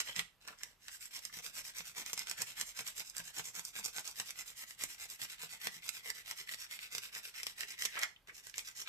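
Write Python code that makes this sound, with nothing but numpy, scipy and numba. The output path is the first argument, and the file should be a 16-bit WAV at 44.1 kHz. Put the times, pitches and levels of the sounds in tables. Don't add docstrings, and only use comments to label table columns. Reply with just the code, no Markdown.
import sys
import numpy as np
from scipy import signal
from scipy.fft import rfft, irfft
from scipy.io import wavfile
from scipy.ndimage import uniform_filter1d, map_coordinates
from numba import njit

SR = 44100
rng = np.random.default_rng(int(sys.argv[2]) if len(sys.argv) > 2 else 0)


def master(y):
    cut = np.clip(np.atleast_2d(y).T, -1, 1)
    pcm = np.round(cut * 32767)
    wavfile.write(sys.argv[1], SR, pcm.astype(np.int16))


N = 391608
TIME = np.arange(N) / SR

# (time [s], tip level [dB], sheet level [dB], desk level [dB])
RIDGE_SNAPS = [(0.0738, -57, -43, -68), (0.086, -49, -39.5, -48), (0.162, -39, -34, -66),
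               (.179, -53, -42, -66), (0.1929, -31, -26, -63), (0.4762, -42, -56, -49.5),
               (0.4827, -44, -44, -62), (0.633, -34, -41, -48), (0.882, -40.5, -43, -59),
               (1.1643, -40, -47, -72), (1.191, -43, -50, -57), (1.2513, -34.5, -46, -59),
               (1.463, -38, -42, -74), (1.7845, -38, -58, -66), (1.8058, -52, -40.5, -51),
               (2.0619, -38, -46, -51), (2.1313, -29, -36.5, -43.5), (2.138, -37.5, -59, -75),
               (2.1765, -34, -39.5, -46), (2.192, -32, -58, -73), (2.2704, -43, -41, -67),
               (2.2968, -31.5, -46, -73), (2.3124, -30.5, -37, -44.5), (2.4168, -33, -42, -47),
               (2.419, -26.5, -44.5, -51), (2.598, -36, -51, -68), (2.6116, -27.5, -33.5, -45),
               (2.791, -36.5, -38, -46), (2.807, -41, -55, -43), (2.876, -33, -50, -71),
               (2.9799, -38, -45, -73), (3.004, -48, -39, -47.5), (3.098, -39, -60, -78),
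               (3.1666, -33, -55, -51), (3.181, -30, -47, -64), (3.2012, -51, -42.5, -50.5),
               (3.278, -44, -50, -67), (3.395, -51, -35.5, -43), (3.552, -38, -48, -53),
               (3.594, -37, -42, -44), (3.651, -32, -56, -74), (3.8434, -37, -49, -58),
               (3.851, -31, -54, -56), (3.8589, -29, -43, -45.5), (3.975, -36, -63, -67),
               (3.9936, -36, -50, -51), (4.052, -42, -58, -54), (4.076, -37, -47, -66),
               (4.112, -41, -53, -72), (4.199, -31, -33.5, -44), (4.306, -36.5, -40.5, -67),
               (4.389, -40, -50, -74), (4.8369, -27, -37.5, -43.5), (5.03, -50, -48, -71),
               (5.2348, -36.5, -62, -51), (5.429, -40.5, -50, -74), (5.6588, -46, -41, -54),
               (5.67, -31.5, -31, -37.5), (5.8906, -28.5, -32.5, -58), (6.1015, -31.5, -38, -47),
               (6.3107, -34.5, -36.5, -48.5), (6.4907, -42, -37, -81), (6.5369, -44, -36.5, -68),
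               (6.5432, -37.5, -40, -52.5), (6.711, -48, -43, -60), (6.79, -49, -39.5, -62),
               (6.9498, -35, -37, -49), (6.9816, -32, -35, -49), (7.15, -41.5, -40.5, -79),
               (7.1648, -55, -45, -52), (7.4315, -32.5, -38.5, -52), (7.438, -47, -54, -75),
               (7.4669, -31.5, -33, -48), (7.607, -33.5, -33.5, -77), (7.6325, -51, -36, -53),
               (7.795, -47, -56, -63), (7.8213, -31.5, -31.5, -54), (7.8517, -29.5, -30, -44),
               (7.8565, -28.5, -31.5, -48.5), (7.955, -55, -40, -51.5), (7.991, -33, -58, -64),
               (8.0329, -32.5, -27, -57), (8.4684, -41.5, -50.5, -59), (8.496, -46, -56, -62),
               (8.541, -52, -39, -69), (8.5804, -30.5, -40, -49.5), (8.592, -38, -38.5, -70),
               (8.686, -46, -43, -62)]
# (frequency [Hz], level [dB])
TIP_COLOUR = [(3700, -20), (4400, -13.5), (4900, -4.5), (5600, 1), (6400, -1), (7300, 1), (8100, -0.5),
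              (9000, -6.5), (10000, -7.5), (11600, -4.5), (13000, -5.5), (14600, -6)]
SHEET_COLOUR = [(700, -33), (950, -34), (1250, -12.5), (1600, -4.5), (2000, -3), (2350, -3.5), (2700, -1.5),
                (3300, -4.5), (4000, -5), (4900, -16)]
DESK_COLOUR = [(55, -8), (100, -6.5), (135, 2.5), (168, -17), (205, 3.5), (270, -4), (350, -2.5), (460, 1),
               (600, -0.5), (820, 4), (1150, 2)]
# (time [s], lower ring boost [dB], upper ring boost [dB])
GRIP_RINGS = [(0, 2.5, -4.5), (1.0, -1, -6.5), (1.999, -0.5, -4), (2.8, -0.5, -3), (3.6, -4, -3),
              (4.3, -0.5, -5), (5.1, -4.5, -4), (6.2, -3, -5), (7.4, 0, -7.5), (8.8, -1.5, -1)]
RING_LOW_HZ, RING_HIGH_HZ, RING_WIDTH_HZ = 5250, 6800, 1770
# (frequency [Hz], left minus right [dB])
PORT_COLOUR = [(300, 1), (1300, -2.5), (2200, 0), (3200, 0), (4000, -1), (4800, -10.5), (5600, 0.5),
               (6400, -5.5), (7700, -4.5), (9300, -2.5), (11000, -0.5), (14000, 0.0)]
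# (frequency [Hz], level [dB])
AIR_COLOUR = [(20, -16), (38, 5.5), (55, -5.5), (100, -7), (170, -9), (300, -16.5), (1000, -15),
              (3000, -19), (8000, -30), (15000, -24.5)]
AIR_DB = -73
TOP_HZ = 14500
# (loudest time [s], fade [s], centre [Hz], spread [octaves], level [dB])
SHEET_FLEXES = [(0.074, .005, 2050, 0.21, -42), (0.097, 0.016, 3150, 0.09, -46.5),
                (.13, .004, 3320, 0.11, -50), (.18, 0.0078, 3170, .2, -43),
                (.484, 0.0077, 1580, 0.72, -43.5), (.528, 0.0093, 1300, 0.64, -55.5),
                (.612, 0.0074, 1900, 0.55, -53), (0.892, 0.0064, 1720, 1, -50),
                (1.299, 0.006, 1660, 0.37, -54), (6.492, 0.0031, 1950, 0.11, -36.5),
                (7.164, 0.0059, 1960, 0.13, -43), (7.395, 0.0077, 1940, 0.2, -53),
                (7.86, 0.057, 1960, 0.17, -48.5), (7.976, 0.018, 1800, 0.45, -38),
                (7.982, 0.032, 540, 0.48, -50.5), (8.035, 0.025, 640, 0.43, -56),
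                (8.034, 0.011, 1730, 0.33, -30.5), (8.32, .015, 455, 0.33, -65),
                (8.163, 0.0014, 3050, .2, -52), (8.296, 0.012, 1830, 0.4, -47.5)]
FLEX_RISE_SHARE = 0.7
# (time [s], level before the common bump gain [dB])
HAND_BUMPS = [(.167, -56), (.184, -54.5), (1.37, -63), (1.801, -62), (2.395, -59), (2.611, -64),
              (2.801, -58), (3.197, -59), (3.385, -64), (3.575, -63), (5.229, -64), (5.666, -76),
              (5.764, -62), (6.059, -73)]
# (frequency [Hz], relative level [dB], t60 [s])
DESK_TOP_MODES = [(169.6, 6, 0.19), (123.6, -5.5, 0.25), (195, -5, 0.12), (321, -10.5, 0.25),
                  (442, -9, 0.13), (883, 10.5, 0.09)]
# (frequency [Hz], width [Hz])
LOOSE_SHEET_RINGS = [(930, 81), (1300, 290), (1620, 220), (2030, 450), (2400, 70), (3300, 41)]
# (time [s], boost [dB])
SLACK_SHEET_RING = [(0, 7.5), (1.5, 3), (2.8, 0.5), (4.1, -4), (5.3, 8.5), (7.2, 2), (8.8, 5.5)]
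SLACK_HZ, SHEET_WIDTH_HZ = 1980, 143
SHEET_WAVER = 0.011
TAUT_DB = 12
# (start time [s], push level [dB], return level [dB], push sheet level [dB], return sheet level [dB],
#  desk level [dB], treble boost [dB], pencil ring [Hz], sheet ring [Hz], sheet ring boost before the ceiling [dB])
HAND_SWINGS = [(0.872, -49, -48.5, -7, -7, -27, 0.034, 7600, 2050, 2.0),
               (1.091, -46, -53, -3, -3.5, -18, 0.0, 5430, 2100, 4.5),
               (1.302, -47, -47.5, -2.5, -3.5, -13, 1.0, 5730, 1960, 2.8),
               (1.514, -42, -47, -5.5, -5, -17, -0.61, 5700, 1680, 2.6),
               (1.723, -47.5, -49.0, -4, -3, -15, 1.0, 5900, 2180, 7.7),
               (1.929, -44, -47, -3.5, -2.5, -11.5, 0.0, 6150, 1830, 8.9),
               (2.14, -47.0, -48.5, 0.5, 0, -9, -0.12, 5050, 2120, 7.3),
               (2.344, -45.5, -48, -1.5, -1, -10.5, -0.55, 7100, 1760, 10.7),
               (2.542, -43, -48, -1.5, -5.5, -14.5, 0.2, 7400, 1760, 4.5),
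               (2.731, -46, -46.5, -2.5, -2, -13.5, 0.5, 7400, 1560, 9.7),
               (2.931, -43, -51, -4.5, -6, -17.5, -1.0, 7200, 2120, 5),
               (3.125, -44.5, -48.0, -3.5, -3.5, -11.5, -1.0, 7650, 1610, 9.3),
               (3.319, -42.5, -45.5, -5, -7.0, -13.5, -0.86, 7280, 1610, 6.7),
               (3.516, -44.5, -50, -5.5, -6.5, -15.5, -0.12, 6460, 1570, 7.9),
               (3.721, -43.5, -44.5, -3.5, -6.0, -12.5, -0.51, 7160, 1590, 7.2),
               (3.91, -42.5, -46.0, -7.5, -6, -15, -2.2, 6460, 1550, 16),
               (4.133, -44, -49, -4.5, -2, -13.5, 0.0, 5800, 1840, 7.3),
               (4.333, -47.5, -49.5, -2.5, -4.5, -15, 0.94, 7210, 2000, 7.0),
               (4.537, -45.5, -51.5, -5.5, -4.0, -20, 0.0, 6750, 1890, 4.6),
               (4.764, -43, -48, -5, -5, -17.5, 0.0, 5600, 2030, 6.5),
               (4.965, -45, -47.5, -4.5, -6, -16, -0.12, 7600, 2070, 11.4),
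               (5.169, -45, -50, -3.5, -1.5, -17.5, 0.5, 7600, 2050, 7.7),
               (5.365, -46.5, -48, -1.5, -3, -13.5, -1.0, 7540, 2020, 4.9),
               (5.582, -45, -52.5, -3, -1, -15.5, 0.77, 5640, 1890, 10.2),
               (5.802, -46.5, -47, -1.5, -4.0, -18.5, -0.72, 4900, 2190, 4.8),
               (6.012, -45.5, -51.5, -3.5, -2.5, -14.5, -0.39, 5550, 2040, 11),
               (6.231, -47.5, -49.5, 0, 0, -14.5, 0.71, 5460, 2060, 3.0),
               (6.45, -46, -48.5, -3, -2, -19.5, -0.3, 5470, 1960, 6.9),
               (6.674, -46, -49, -1.5, 0.0, -18.5, -1.0, 5500, 2050, 4.5),
               (6.889, -45.0, -47.5, -4, -2.5, -16, -1.0, 5470, 2040, 10),
               (7.102, -47, -48, -3, -2.0, -15, 0.35, 5360, 1910, 11),
               (7.315, -48, -49.5, -1, -3, -20.5, -1.2, 5500, 1910, 8.5),
               (7.544, -46.5, -51.5, -3, 0, -16, 0.0, 7600, 1890, 8.6),
               (7.76, -42.5, -61.0, -2.5, 3, -19, 0.16, 6200, 2020, 3.9),
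               (8.309, -53.5, -53, -5, -5, -24.0, -1.3, 5710, 2110, 3.5),
               (8.522, -50, -52, -2.5, -2, -20, 0.32, 5680, 2250, 6.8),
               (8.732, -45.5, -63.0, -6, -7.0, -20.5, -0.5, 5640, 2050, 3.1)]
LONGEST_SWING_S = 0.221
# (start [share of swing], length [share of swing], fastest point [share of stroke], extra desk level [dB])
PUSH = (0.005, 0.55, 0.59, 1.2)
RETURN = (0.51, 0.56, 0.38, -2.1)
# (start time [s], length [s], fastest point before limiting [share of length], level [dB],
#  sheet level [dB], desk level [dB])
SINGLE_STROKES = [(0, 0.032, 0.055, -39, 0, -12), (0.034, 0.14, 0.22, -50, 0.5, -9.5),
                  (0.138, 0.097, 0.43, -44, -3, -8), (0.399, 0.11, 0.26, -65, 2.5, -3.5),
                  (0.464, 0.12, 0.092, -59.5, 0, -1), (0.562, 0.22, 0.18, -61, -1, -8.5),
                  (0.776, 0.11, 1, -59.5, -2.5, -36), (7.91, 0.12, 0.62, -53, 7.5, -15),
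                  (8.003, 0.063, 0.34, -44.5, 0, -22), (8.269, 0.067, 0.08, -63, 3.5, -4.5),
                  (8.847, 0.11, 0.61, -51, 11.5, -6)]
SNAP_PAN_DB, SNAP_PAN_SCATTER_DB = -1.5, 3
PORT_LAG_MS, PORT_DRIFT_MS_PER_S = 0.13, 0.0043
# (time [s], modes level [dB], hollow note boost [dB])
DESK_SPOT = [(0, -10, 0), (1.2, 1, 0), (2.3, -3, -0.5), (3.2, 2, -3), (4.2, -6.5, -2.5), (5.6, 1.5, 3.5),
             (6.8, 0, 7.5), (8.0, -6, 7.5), (8.8, 6, 9.5)]
HOLLOW_HZ, HOLLOW_WIDTH_HZ = 397, 35


def undb(db):
    return 10 ** (np.asarray(db) / 20)


def unit(x):
    return x / np.sqrt(np.mean(x ** 2))


def colour(points, hz):
    f, db = np.transpose(points)
    octave, knots = np.log2(np.maximum(hz, 1)), np.log2(f)
    outside = np.abs(octave - np.clip(octave, knots[0], knots[-1]))
    return undb(np.interp(octave, knots, db) - 40 * outside)


def body(points, size=4096):
    gain = colour(points, np.fft.rfftfreq(size, 1 / SR)) + 1e-3
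    cepstrum = irfft(np.log(gain))
    cepstrum[1:size // 2] *= 2
    cepstrum[size // 2 + 1:] = 0
    response = irfft(np.exp(rfft(cepstrum)))
    return response / np.linalg.norm(response)


def ring(x, response):
    return signal.fftconvolve(x, np.atleast_2d(response), axes=-1)[:, :N]


def walk(rate):
    hold = max(int(SR / rate), 1)
    steps = np.repeat(rng.standard_normal(N // hold + 1), hold)
    return np.sqrt(3 / 2) * uniform_filter1d(steps, hold)[:N]


def pan(db):
    return undb(np.array([db, -db]) / 2)


def spread_out(common, apart, share):
    return np.sqrt(1 - share) * common + np.sqrt(share) * apart


def decay(t, t60):
    return np.exp(-np.log(1000) * t / t60)


def delay(x, ms):
    return map_coordinates(x, [np.arange(N) - ms * SR / 1000], order=3)


def ease(control):
    return uniform_filter1d(control, SR // 40)


def resonance(x, hz, width_hz):
    return signal.lfilter(*signal.iirpeak(hz, hz / width_hz, fs=SR), x)


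@njit
def moving_band(x, hz, width_hz):
    out = np.empty_like(x)
    for port in range(len(x)):
        band, low = 0., 0.
        for i in range(x.shape[1]):
            g, k = np.tan(np.pi * hz[i] / SR), width_hz / hz[i]
            v = (band + g * (x[port, i] + 1e-18 - low)) / (1 + g * (g + k))
            band, low, out[port, i] = 2 * v - band, low + 2 * g * v, k * v
    return out


def shifting(x, hz, width_hz):
    shift_share, shifts_per_s = .027, 10
    centre = hz * (1 + shift_share * walk(shifts_per_s))
    return moving_band(np.ascontiguousarray(x), centre, float(width_hz))


def air(side_db=-8):
    spectrum = rfft(rng.standard_normal((2, N))) * colour(AIR_COLOUR, np.fft.rfftfreq(N, 1 / SR))
    mid, side = irfft(spectrum, N)
    return undb(AIR_DB) * unit(mid + undb(side_db) * side * np.array([[1], [-1]]))


def stroke_list():
    starts = [row[0] for row in HAND_SWINGS]
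    periods = np.minimum(np.diff(starts, append=np.inf), LONGEST_SWING_S)
    shading = []
    for swing, period in zip(HAND_SWINGS, periods):
        start, push_db, return_db, push_sheet_db, return_sheet_db, desk_db = swing[:6]
        halves = ((push_db, push_sheet_db, PUSH), (return_db, return_sheet_db, RETURN))
        for db, sheet_db, (offset, share, fastest, more_desk_db) in halves:
            shading.append((start + offset * period, share * period, fastest,
                            db, sheet_db, desk_db + more_desk_db))
    return shading + list(SINGLE_STROKES)


def strokes(tip_power=1.95, sheet_power=1.38, desk_power=1.77, desk_late=0.14, pan_db=.5):
    strength = np.zeros((3, N))
    power = np.abs([tip_power, sheet_power, desk_power])[:, None]
    for start, length, fastest, db, sheet_db, desk_db in stroke_list():
        span = slice(*np.searchsorted(TIME, [start, start + length]))
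        progress = (TIME[span] - start) / length
        peaks = np.clip(fastest + np.array([0, 0, desk_late]), .05, .95)
        bent = np.array([np.interp(progress, [0, peak, 1], [0, .5, 1]) for peak in peaks])
        level = undb(db + np.array([0, sheet_db, desk_db]))[:, None]
        strength[:, span] += level * np.abs(np.sin(np.pi * bent)) ** power
    return strength[:, None] * pan(pan_db)[:, None]


def slips(per_s=6000, spread_db=1.5, fibre_db=-7):
    slipping = rng.random(N) < per_s / SR
    sizes = undb(spread_db * np.minimum(rng.exponential(size=N), 4))
    clicks = unit(slipping * sizes * rng.choice([-1, 1], N))
    return unit(clicks + undb(fibre_db) * rng.standard_normal(N))


def soften(x, corner_hz=10500):
    hz = np.fft.rfftfreq(x.shape[-1], 1 / SR)
    return irfft(rfft(x) / np.sqrt(1 + (hz / corner_hz) ** 4), x.shape[-1])


def crackle():
    per_s, spread_db, burst_s = 340, 3.4, .00018
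    breaking = rng.random(N) < per_s / SR
    sizes = breaking * undb(spread_db * np.minimum(rng.exponential(size=N), 1.3))
    envelope = signal.lfilter([1], [1, -np.exp(-1 / (burst_s * SR))], sizes)
    return unit(soften(envelope * rng.standard_normal(N)))


def grain(tip_spread=0.72, sheet_spread=0.75, desk_spread=0.55, patchy_db=1.16, patches_per_s=200):
    share = np.clip([tip_spread, sheet_spread, desk_spread], 0, 1)[:, None, None]
    force = spread_out(slips(), np.array([slips(), slips()]), share)
    gritty = np.array([.33, .42, .35])[:, None, None]
    force = spread_out(force, crackle(), gritty)
    return force * unit(undb(patchy_db * walk(patches_per_s)))


def swing_columns():
    rows = np.array(HAND_SWINGS)
    now = rows[np.maximum(np.searchsorted(rows[:, 0], TIME) - 1, 0)].T
    return TIME - now[0], now[7], now[8], now[9], now[6]


def pencil_ring(tip, ring_db=3.5, ring_width_hz=450, treble_hz=8800):
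    wander_db, wander_per_s = 1.4, 16
    s, *grip_db = np.transpose(GRIP_RINGS)
    out = tip
    for hz, db in zip((RING_LOW_HZ, RING_HIGH_HZ), grip_db):
        boost_db = np.interp(TIME, s, db) + wander_db * walk(wander_per_s)
        out = out + (undb(boost_db) - 1) * shifting(tip, hz, RING_WIDTH_HZ)
    _, ring_hz, _, _, treble_db = swing_columns()
    narrow = moving_band(np.ascontiguousarray(out), ease(ring_hz), float(ring_width_hz))
    out = out + (undb(ring_db) - 1) * narrow
    high_pass = signal.butter(4, min(treble_hz, SR / 3), "high", fs=SR, output="sos")
    treble = signal.sosfiltfilt(high_pass, out)
    return out + (undb(ease(treble_db)) - 1) * treble


def sheet_ring(sheet, ring_db=0):
    wander_db, wander_per_s = 2.2, 24
    out = sheet
    for hz, width in LOOSE_SHEET_RINGS:
        out = out + (undb(wander_db * walk(wander_per_s)) - 1) * shifting(sheet, hz, width)
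    age, _, push_hz, push_db, _ = swing_columns()
    pushing = (age > 0) & (age < PUSH[1] * LONGEST_SWING_S)
    slack_db = np.interp(TIME, *np.transpose(SLACK_SHEET_RING))
    hz = ease(np.where(pushing, push_hz, SLACK_HZ)) * (1 + SHEET_WAVER * walk(wander_per_s))
    db = ease(np.where(pushing, np.minimum(push_db, TAUT_DB), slack_db))
    main = moving_band(np.ascontiguousarray(sheet), hz, float(SHEET_WIDTH_HZ))
    return out + (undb(db + ring_db) - 1) * main


def desk_patter(desk):
    lump_db, lumps_per_s = 3.5, 28
    centres = np.log2(125) + np.arange(11) / 3
    octave = np.log2(np.maximum(np.fft.rfftfreq(N, 1 / SR), 1))
    spectrum = rfft(desk)
    patter = 0
    for weights in np.eye(len(centres)):
        band = irfft(spectrum * np.interp(octave, centres, weights), N)
        patter = patter + band * unit(undb(lump_db * walk(lumps_per_s)))
    return patter


def desk_ring(size=16000):
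    t = TIME[:size]
    response = sum(undb(db) * np.cos(2 * np.pi * hz * t) * decay(t, t60) for hz, db, t60 in DESK_TOP_MODES)
    return response / np.linalg.norm(response)


def desk_top(force, desk_db=-5, desk_ring_db=-13):
    s, modes_db, hollow_db = np.transpose(DESK_SPOT)
    knock = ring(force, body(DESK_COLOUR))
    hollow = resonance(knock, HOLLOW_HZ, HOLLOW_WIDTH_HZ)
    knock = knock + (undb(np.interp(TIME, s, hollow_db)) - 1) * hollow
    modes = ring(force * undb(np.interp(TIME, s, modes_db)), desk_ring())
    return undb(desk_db) * knock + undb(desk_ring_db) * modes


def snaps(peak_s=0.0008, width_s=0.00062, scrape_db=-18, scrape_s=0.016, spread=0.38, snap_db=0,
          crack_db=-9, size=1024):
    force = np.zeros((3, 2, N + size))
    t = np.abs((np.arange(size) - size // 2) / SR - peak_s)
    shape = np.exp(-.5 * (t / width_s) ** 2) + undb(scrape_db) * np.exp(-t / scrape_s)
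    share = np.clip(spread, 0, 1)
    level_span = .003 * SR
    for s, *part_db in RIDGE_SNAPS:
        noise = rng.standard_normal((3, size))
        burst = spread_out(noise[0], noise[1:], share) * shape
        burst = irfft(np.exp(1j * np.angle(rfft(burst)))) * np.sqrt(shape)
        burst /= np.linalg.norm(burst, axis=1, keepdims=True)
        burst[:, np.argmin(t)] += undb(crack_db)
        burst = soften(burst * np.sqrt(level_span) / np.linalg.norm(burst, axis=1, keepdims=True))
        sides = pan(SNAP_PAN_DB + SNAP_PAN_SCATTER_DB * rng.standard_normal())
        level = undb(snap_db + np.array(part_db))[:, None, None]
        i = max(int(s * SR) - size // 2, 0)
        force[:, :, i:i + size] += level * sides[:, None] * burst
    return force[:, :, :N]


def flexes(spread=0.77, skirt_db=-24):
    out = np.zeros((2, N))
    rub = spread_out(slips(), np.array([slips(), slips()]), np.clip(spread, 0, 1))
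    for s, fade, hz, octaves, db in SHEET_FLEXES:
        span = slice(*np.searchsorted(TIME, [s - .15, s + .15]))
        t = TIME[span] - s
        off = np.log2(np.maximum(np.fft.rfftfreq(len(t), 1 / SR), 1) / hz) / octaves
        gain = np.exp(-.5 * off ** 2) + undb(skirt_db) / np.sqrt(1 + off ** 2)
        band = irfft(rfft(rub[:, span]) * gain, len(t))
        out[:, span] += undb(db) * unit(band) * np.exp(np.minimum(t / FLEX_RISE_SHARE, -t) / fade)
    return out


def bumps(push_s=0.00036, bump_db=4):
    blows = np.zeros((1, N))
    for s, db in HAND_BUMPS:
        blows[0, int(s * SR)] += undb(db + bump_db)
    response = desk_ring()
    t = TIME[:len(response)]
    thud = signal.fftconvolve(response, t * np.exp(-t / push_s))
    return ring(blows, thud / np.abs(thud).max())


def hand_echo(x, echo=0.51, lag_ms=0.9, sway_ms=.12):
    late = np.array([delay(port, lag_ms + sway_ms * walk(7)) for port in x])
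    return (x + echo * late) / np.sqrt(1 + echo ** 2)


def room(x, near_db=-6, near_t60=0.048, late_db=-13, late_t60=0.26, damp_hz=12000, turn=1.73, size=18000):
    t = TIME[:size]
    noise = rng.standard_normal((3, 2, size))
    near = noise[:2] * decay(t, near_t60) * (t > .0015)
    damped = signal.lfilter(*signal.butter(1, min(damp_hz, SR / 3), fs=SR), noise[2])
    late = damped * decay(t, late_t60) * (t > .008)
    responses = (r / np.linalg.norm(r, axis=1, keepdims=True) for r in (*near, late))
    here, there, walls = (ring(x, response) for response in responses)
    place = turn * walk(10)
    near_sound = np.cos(place) * here + np.sin(place) * there
    return x + undb(near_db) * near_sound + undb(late_db) * walls


def scene(rub_db=0.01, tip_db=-1.06, sheet_db=-4, flex_db=-1.0):
    rubbing = undb(rub_db) * strokes() * grain()
    jolts = snaps()
    force = rubbing + jolts
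    tip = ring(force[0], body(TIP_COLOUR))
    sheet = ring(force[1], body(SHEET_COLOUR))
    paper = undb(tip_db) * pencil_ring(tip) + undb(sheet_db) * sheet_ring(sheet)
    paper = paper + undb(flex_db) * flexes()
    desk = desk_top(desk_patter(rubbing[2]) + jolts[2])
    left, right = hand_echo(paper) + desk
    left = delay(left, PORT_LAG_MS + PORT_DRIFT_MS_PER_S * TIME)
    return room(np.array([left, right])) + bumps() + air()


def record(dry):
    hz, db = np.transpose(PORT_COLOUR)
    gains = pan_curve = undb(np.array([[.5], [-.5]]) * np.interp(np.fft.rfftfreq(N, 1 / SR), hz, db))
    coloured = irfft(rfft(dry) * gains, N)
    return signal.sosfilt(signal.ellip(12, .2, 70, TOP_HZ, fs=SR, output="sos"), coloured)


dry = scene()
out = record(dry)
master(out)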